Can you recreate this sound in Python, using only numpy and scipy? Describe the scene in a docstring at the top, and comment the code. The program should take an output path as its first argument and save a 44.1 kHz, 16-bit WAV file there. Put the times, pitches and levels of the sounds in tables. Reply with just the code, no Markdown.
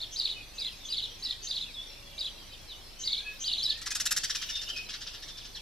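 """A leafy garden, over a low rumble and a faint hum. From the start a small bird repeats buzzy chirps,
each note an arch of pitch that flares in its throat resonance, while other birds whistle far off.
Near 2 s comes one faint hoot. From 3.8 s a bird scolds in dry, harsh bursts of syrinx pulses; as it
slows and recedes, a diffuse wash of the chatter's echo swells and settles over faint far birdsong.
Leaves and trees scatter the chirps, whistles and chatter into a soft tail."""
import sys
import numpy as np
from scipy import signal
from scipy.fft import rfft, irfft, next_fast_len
from scipy.io import wavfile
from scipy.ndimage import uniform_filter1d, map_coordinates

SR = 44100
rng = np.random.default_rng(int(sys.argv[2]) if len(sys.argv) > 2 else 0)


def output_pcm(signal):
    """Save a mono or channel-first signal as 16-bit PCM at the path in sys.argv[1].

    Samples are clipped to [-1, 1] before scaling.
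    """
    pcm = np.clip(np.atleast_2d(signal).T, -1, 1) * 32767
    wavfile.write(sys.argv[1], SR, np.round(pcm).astype(np.int16))


N = 247401

# tone of the outdoor rumble and hiss [f/Hz, relative level/dB]
AIR_EQ = [(12, -28), (20, -12), (43, -2), (110, -4), (154, -8), (739, -14), (1390, -17.5), (2170, -16),
          (3560, -24.5), (4200, -12.5), (4560, -15), (5380, -24.5), (8360, -24.5), (12000, -25),
          (14500, -31)]
# partials of the low hum [f/Hz, level/dB]
HUM_PARTIALS = [(25, -55.5), (50, -62), (100, -67.5)]
# tone of the noise wash that plays faint far birdsong and the chatter's echo [f/Hz, relative level/dB]
WASH_EQ = [(1500, -40), (2400, -2.5), (3400, 3), (4400, -2.5), (5600, 0), (6800, -14), (9000, -19)]
# fader ride on the wash; the swell near 4.5 s is the chatter's diffuse echo [t/s, relative level/dB]
WASH_RIDE = [(0, -47.5), (2.8, -47.5), (3.6, -46.5), (4.45, -38.5), (5.0, -45), (5.6, -48.5)]
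# stereo image of the noise beds [f/Hz, left-right likeness]
BED_LIKENESS = [(30, 0), (60, 0.46), (130, 0.27), (300, 0.34), (700, 0.4), (1400, 0.37), (3500, 0.56),
                (7000, 0), (14000, 0)]
# stereo image of the reverb [f/Hz, left-right likeness]
TAIL_LIKENESS = [(1400, 0.76), (3500, 0.35), (5000, 0.46), (7000, -0.73)]
# reverb time among the trees [f/Hz, t60/s]
TREE_DECAY = [(1000, 0.4), (4000, 0.58), (7000, 0.85), (12000, 0.19)]
# slaps off the trunk and the ground [delay/s, level/dB, side -1..1]
SLAPS = [(0.0142, -16, 0.22), (0.0238, -11, 0.07)]
# phase gap between the two microphone ports [f/Hz, phase/rad]
PORT_PHASE = [(1000, .08), (3500, 0.1), (5000, 0.9), (6300, 1.15), (7500, 1.33), (9000, 2), (12000, 1.34)]
# lean of the direct sound [f/Hz, left over right/dB]
LEFT_LEAN = [(1000, 1.5), (4000, 0.1), (8000, 0.3), (12000, 3)]
# the clearest far whistles [t/s, length/s, first f/Hz, middle f/Hz, last f/Hz, relative level/dB]
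CLEAR_WHISTLES = [ (0.235, 0.056, 3410, 2670, 1970, -55), (.355, 0.072, 2590, 2494, 2490, -50),
                  (0.534, .18, 3230, 2295, 1950, -56.5), (0.799, .14, 3650, 3320, 2435, -48.5),
                  (1.225, .15, 1950, 1933, 1880, -60.5), (1.736, .11, 3800, 3386, 3750, -43),
                  (1.857, .08, 6020, 5520, 5500, -52), (2.679, .065, 4200, 3775, 2840, -46),
                  (3.045, 0.23, 2040, 2288, 2444, -55.5), (3.189, .17, 1600, 1687, 1656, -58),
                  (3.242, 0.079, 2590, 2558, 2556, -45), (3.436, .092, 3450, 3040, 2770, -39.5),
                  (3.67, .26, 1730, 1852, 2170, -55.5), (4.515, 0.088, 3630, 3633, 3630, -37.5),
                  (4.668, .075, 2640, 3100, 2730, -42.5), (4.733, 0.097, 2650, 2500, 2640, -46.5),
                  (5.278, 0.125, 3596, 3526, 3470, -50), (5.389, .042, 4590, 3590, 2360, -50),
                  (5.543, .04, 4530, 3700, 2920, -47), ]
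# the chirping bird's five notes by name
# [rise/s, hold/s, top f/Hz, dip as share of the top, rebound 0-1, accent/dB, trim/dB]
NOTE_SHAPES = { "high": (.018, .021, 4900, .72, .55, 6.5, .8),
               "hook": (.022, .004, 4600, .71, .65, 8.5, -.5), "tail": (.022, 0, 4350, .85, 0, 0, -2),
               "peak": (.02, .007, 4980, .76, .15, 2, .3), "drop": (.02, 0, 4350, .77, .1, 4.5, -1.3), }
# the notes of each phrase [note names in order]
PHRASE_NOTES = {"long": ["high", "hook", "tail"], "short": ["peak", "drop"]}
# chirps, cued where the first note turns down
# [t/s, phrase, relative level/dB, pitch ratio, relative level of the lead-in buzz/dB]
CHIRP_CUES = [ (-.034, "short", -34.5, 1.057, -55), (.197, "long", -32, 1, -41),
              (.608, "short", -33, 1.003, -51), (.923, "long", -33.5, 0.98, -45.5),
              (1.25, "short", -32.5, 1.03, -51.5), (1.508, "long", -33.3, .98, -37.5),
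              (2.206, "short", -34, 0.98, -57), (3.073, "long", -32, .985, -38),
              (3.478, "long", -31, 0.97, -36), (3.646, "short", -29, 1.036, -48), ]
# beak colour on the chirps' overtones [f/Hz, gain/dB]
BEAK_EQ = [(6000, -9), (7400, -8.5), (8500, -22), (9600, -3.5), (11000, -1), (13000, -10)]
# tone of the hiss on the chirps [f/Hz, relative level/dB]
SIZZLE_EQ = [(1200, -8), (2000, 0), (5000, 5.5), (7300, 4), (8600, -3), (10000, 3), (12500, -19),
             (14000, -21)]
# starts of the chatter notes, growing slower and less even [t/s]
CHATTER_CUES = [3.772, 3.812, 3.858, 3.903, 3.948, 3.997, 4.053, 4.107, 4.162, 4.233, 4.294, 4.346, 4.415,
                4.488, 4.552, 4.611, 4.684, 4.76, 4.888, 4.928, 5.006, 5.062, 5.133, 5.221, 5.278, 5.369,
                5.444, 5.552]
# the scolding throat, close and in the open [f/Hz, relative level/dB]
OPEN_EQ = [(450, -17), (750, -5.5), (1150, -5), (1600, -8), (1950, -7.5), (2400, -3.5), (3200, -9),
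           (4300, -3), (5700, -0.5), (6500, -1), (7900, -0.5), (8900, -11), (11500, -5.5), (14000, -28)]
# the same voice, muffled deep in the trees [f/Hz, relative level/dB]
DEEP_EQ = [(500, -25), (1000, -9), (1600, -8.5), (2200, -7.5), (3000, 1.5), (4200, 0), (5500, 3.5),
           (6300, -3), (7500, -16), (9000, -14), (12000, -33), (14000, -40)]
# the scolding swells, then recedes [t/s, relative level/dB, depth in the trees 0-1]
SCOLD_RIDE = [(3.77, -49, 0.14), (3.85, -32, 0.38), (4.13, -23.5, 0.01), (4.24, -28.5, 0.44),
              (4.56, -35.5, 0.83), (5.03, -38, 1), (5.45, -44.5, 0.85)]


def amp(db):
    """Decibels to gain."""
    return 10 ** (np.asarray(db) / 20)


def unit(x):
    """Scale to rms 1."""
    return x / np.sqrt(np.mean(x ** 2) + 1e-20)


def along(points, hz):
    """Read a curve of (f/Hz, value) points on a log frequency axis."""
    freqs, values = np.transpose(points)
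    return np.interp(np.log(hz + 1), np.log(freqs + 1), values)


def wobble(rate, size):
    """A smooth random modulator, rate knots a second."""
    knots = rng.standard_normal(int(size * rate / SR) + 4)
    return map_coordinates(knots, [np.arange(size) * rate / SR])


def filtered(x, response):
    """Shape x by a gain that is a function of frequency."""
    size = x.shape[-1]
    padded = next_fast_len(size + 2048)
    return irfft(rfft(x, padded) * response(np.fft.rfftfreq(padded, 1 / SR)), padded)[..., :size]


def eq(x, curve):
    """Equalise by a curve of (f/Hz, gain/dB) points."""
    return filtered(x, lambda hz: amp(along(curve, hz)))


def add(track, s, sound):
    """Mix a sound in at time s."""
    i = round(s * SR)
    sound = sound[..., max(-i, 0):max(N - i, 0)]
    track[..., max(i, 0):max(i, 0) + sound.shape[-1]] += sound


def phase_of(hz):
    """Running phase of a pitch curve."""
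    return 2 * np.pi * np.cumsum(hz) / SR


def spread(pair, likeness):
    """Two unrelated signals become left and right of the given likeness."""
    turn = lambda hz: np.arccos(np.clip(along(likeness, hz), -1, 1)) / 2
    mid, side = filtered(pair, lambda hz: np.array([np.cos(turn(hz)), np.sin(turn(hz))]))
    return np.array([mid + side, mid - side])


def noise_bed(colour, patchy_db):
    """Stereo noise of rms 1, mottled with patches of random gain."""
    bins = signal.stft(rng.standard_normal((2, N)), nperseg=1024)[2]
    patches = uniform_filter1d(rng.standard_normal(bins.shape[1:]), size=4, axis=0)
    patches = uniform_filter1d(patches, size=7, axis=1)
    pair = signal.istft(bins * amp(patchy_db * unit(patches)), nperseg=1024)[1][:, :N]
    return unit(eq(spread(pair, BED_LIKENESS), colour))


def ambience(air_db=-53, wash_trim_db=-4):
    """The bed: low hum, outdoor rumble and hiss, and a noise wash ridden up as the chatter's echo."""
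    hum = sum(amp(db) * np.sqrt(2) * np.sin(phase_of(hz * (1 + 0.0055 * wobble(5.12, N))))
              for hz, db in HUM_PARTIALS)
    ride_db = np.interp(np.arange(N) / SR, *np.transpose(WASH_RIDE))
    wash = amp(wash_trim_db + ride_db) * noise_bed(WASH_EQ, patchy_db=7)
    return amp(air_db) * noise_bed(AIR_EQ, patchy_db=1.5) + wash + hum


def foliage_reverb(x, decay, onset_s):
    """Scatter off foliage: a noise tail that builds over onset_s and dies band by band."""
    hz, t, bins = signal.stft(rng.standard_normal((2, SR * 2 // 3)), SR, nperseg=128)
    bins = bins * amp(-60 * t / along(decay, hz)[:, None]) * (1 - np.exp(-t / onset_s))
    tail = spread(signal.istft(bins, SR, nperseg=128)[1], TAIL_LIKENESS)
    return signal.fftconvolve(x[None], tail / np.linalg.norm(tail[0]), axes=1)[:, :N]


def slapback(x):
    """Trunk and ground each throw the sound back once, a moment later."""
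    out = np.zeros((2, N))
    for delay, db, side in SLAPS:
        add(out, delay, amp(db) * np.array([[1 + side], [1 - side]]) * x)
    return out


def direct_path(x):
    """The straight path reaches the two microphone ports out of step, the left a little louder."""
    half = np.array([[.5], [-.5]])
    lean = lambda hz: amp(half * along(LEFT_LEAN, hz))
    return filtered(x, lambda hz: np.exp(1j * half * along(PORT_PHASE, hz)) * lean(hz))


def hoot(start_s=1.88, length_s=.5, pitch_hz=563, level_db=-65):
    """One soft, far hoot on a nearly steady pitch."""
    out = np.zeros(N)
    u = np.linspace(0, 1, int(length_s * SR))
    pitch = pitch_hz * (1 + 0.0054 * wobble(21, len(u)))
    envelope = amp(level_db) * np.sqrt(2 * np.abs(np.sin(np.pi * u)))
    add(out, start_s, envelope * np.sin(phase_of(pitch)))
    return out


def faint_whistle_cues(count=12, length_s=.048, pitch_hz=3070, slide_oct=-.6):
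    """Faint whistles strewn over the scene, most sliding down; rows as in CLEAR_WHISTLES."""
    starts = (np.arange(count) + rng.random(count)) * N / SR / count
    rows = []
    for s, (long, high, steep, loud) in zip(starts, rng.standard_normal((count, 4))):
        hz = pitch_hz * 2 ** (.25 * high)
        slide = 2 ** ((slide_oct + .25 * steep) / 2)
        rows.append((s, length_s * np.exp(.25 * long), hz / slide, hz, hz * slide, -54.5 + 2 * loud))
    return rows


def whistles(waver=0.0081, hoarse=0.014, flutter_db=3.5):
    """Far songbirds: each note bends through three pitches, a little hoarse and unsteady."""
    out = np.zeros(N)
    for s, length, first, middle, last, db in CLEAR_WHISTLES + faint_whistle_cues():
        u = np.linspace(0, 1, int(length * SR))
        bend = np.polyval(np.polyfit([0, .5, 1], [first, middle, last], 2), u)
        pitch = bend * (1 + waver * wobble(193, len(u)) + hoarse * wobble(891, len(u)))
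        envelope = amp(db + flutter_db * wobble(120.6, len(u))) * np.sqrt(2 * np.abs(np.sin(np.pi * u)))
        add(out, s, envelope * np.sin(phase_of(pitch)))
    return out


def chirp_notes(step_s=.056):
    """Every chirp unrolled into evenly spaced notes [t/s, shape, relative level/dB, pitch ratio]."""
    return [(s + k * step_s, NOTE_SHAPES[name], db + NOTE_SHAPES[name][-1], ratio)
            for s, phrase, db, ratio, _ in CHIRP_CUES for k, name in enumerate(PHRASE_NOTES[phrase])]


def sizzle(trim_db=-22, length_s=0.082):
    """A thin hiss rides on every chirp note."""
    out = np.zeros(N)
    u = np.linspace(0, 1, int(length_s * SR))
    for s, _, db, _ in chirp_notes():
        hiss = unit(eq(rng.standard_normal(len(u)), SIZZLE_EQ))
        add(out, s - length_s / 2, amp(db + trim_db) * np.sin(np.pi * u) * hiss)
    return out


def buzzes(octave_hz=6244, length_s=.06, overlap_s=.009, rough=0.056, climb=0.065, trim_db=-1):
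    """A rough, rising squeeze leads into each chirp; its octave is stronger than its fundamental."""
    out = np.zeros(N)
    u = np.linspace(0, 1, int(length_s * SR))
    for s, phrase, _, _, db in CHIRP_CUES:
        rise, hold = NOTE_SHAPES[PHRASE_NOTES[phrase][0]][:2]
        phase = phase_of(octave_hz * (1 + climb * (u - .5) + rough * wobble(2602, len(u))))
        buzz = unit(np.sin(phase) + amp(-11) * np.sin(phase / 2))
        start = s - rise - hold - length_s + overlap_s
        add(out, start, amp(db + trim_db) * np.sin(np.pi * u ** 1.4) * buzz)
    return out


def arch(rise, hold, top_hz, dip, rebound, fall_s=0.00671, rebound_s=0.00688, sag_s=0.0129):
    """Time from the turn and pitch of one note: it rises, holds, falls, springs back and sags."""
    knots = np.cumsum([0, rise, hold, fall_s, rebound_s, sag_s]) - rise - hold
    t = np.arange(knots[0], knots[-1], 1 / SR)
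    share_of_top = np.interp(t, knots, [.73, 1, 1, dip, dip + rebound * (1 - dip), dip - 0.089])
    return t, top_hz * uniform_filter1d(share_of_top, size=160)


def chirps(throat_hz=3860, width_hz=520, throat_db=3.5, swell_db_per_s=179, decay_db_per_s=97):
    """The fundamental flares as it sweeps through the throat resonance; overtones flicker above it."""
    tones, highs = np.zeros(N), np.zeros(N)
    for s, (rise, hold, top_hz, dip, rebound, accent_db, _), db, ratio in chirp_notes():
        t, hz = arch(rise, hold, top_hz * ratio, dip, rebound)
        phase = phase_of(hz * (1 + 0.014 * wobble(499, len(t))))
        ring_db = throat_db * (np.exp(-((hz - throat_hz) / width_hz) ** 2) - 1)
        push_db = accent_db * np.exp(-((t - 0.0028) / 0.0033) ** 2)  # a push during the fall
        swell_db = np.minimum(swell_db_per_s * t, -decay_db_per_s * t)  # peaks at the turn
        edges = np.clip(np.minimum(t - t[0], t[-1] - t) / 0.0021, 0, 1)
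        envelope = np.sqrt(2) * edges * amp(db + 3 * wobble(380, len(t)))
        rasp = amp(-18) * wobble(1800, len(t))  # noisy sidebands that follow the pitch
        add(tones, s + t[0], envelope * (amp(ring_db + push_db + swell_db) + rasp) * np.sin(phase))
        overtones = amp(-21) * np.sin(2 * phase) + amp(-32) * np.sin(3 * phase)
        add(highs, s + t[0], envelope * amp(4 * wobble(250, len(t))) * overtones)
    return tones + eq(highs, BEAK_EQ)


def chatter(pitch_hz=1620, shake_hz=185, length_s=.033, scatter_open=0.025, scatter_deep=0.39):
    """Bursts of sharp syrinx pulses, shaken fast in pitch and strength: clear and scattered stems."""
    clear, scattered = np.zeros(N), np.zeros(N)
    times, levels, depths = np.transpose(SCOLD_RIDE)
    for s in CHATTER_CUES:
        db, depth = np.interp(s, times, levels), np.interp(s, times, depths)
        size = int(length_s * (1 + 0.27 * depth ** 2) * SR)  # deeper notes are drawn out
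        swell = np.abs(np.sin(np.pi * np.linspace(0, 1, size) ** 0.6)) ** 1.24
        shake_phase = phase_of(shake_hz * (1 + 0.266 * wobble(120.9, size)))
        shake = np.sin(shake_phase + rng.uniform(0, 2 * np.pi))
        jitter = 0.0803 * wobble(148.7, size) + 0.05 * wobble(1415, size)
        phase = phase_of(pitch_hz * (1 + 0.16 * shake + jitter))
        # the overtones swell and fade on their own, which gives the scratch
        pulses = unit(sum(amp(3.5 * wobble(250, size)) * np.cos(k * phase) for k in range(1, 10)))
        source = (pulses + 0.19 * rng.standard_normal(size)) * (1 + 0.36 * shake)
        colour = lambda hz: amp((1 - depth) * along(OPEN_EQ, hz) + depth * along(DEEP_EQ, hz))
        note = amp(db) * swell * unit(filtered(source, colour))
        share = scatter_open + depth * (scatter_deep - scatter_open)  # what the leaves scatter
        add(clear, s, np.sqrt(1 - share) * note)
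        add(scattered, s, np.sqrt(share) * note)
    return clear, scattered


def scene():
    """The mix: near leaves give the calls a quick scatter, the farther trees a long soft tail."""
    song = chirps() + buzzes() + sizzle()
    far = whistles()
    clear, scattered = chatter()
    direct = direct_path(song + clear + amp(-0.5) * far)
    leaf_send = amp(-10) * song + scattered + amp(-7) * far
    tree_send = amp(-13) * song + amp(-19) * clear + amp(-14.5) * scattered + amp(-8.5) * far
    leaves = foliage_reverb(leaf_send, [(2000, 0.16), (10000, 0.12)], onset_s=0.0013)
    trees = foliage_reverb(tree_send, TREE_DECAY, onset_s=0.0087)
    return direct + slapback(song) + leaves + trees + hoot() + ambience()


def record(dry, top_hz=14500):
    """A brick-wall low-pass on the whole mix."""
    return filtered(dry, lambda hz: hz < top_hz)


dry = scene()
out = record(dry)
output_pcm(out)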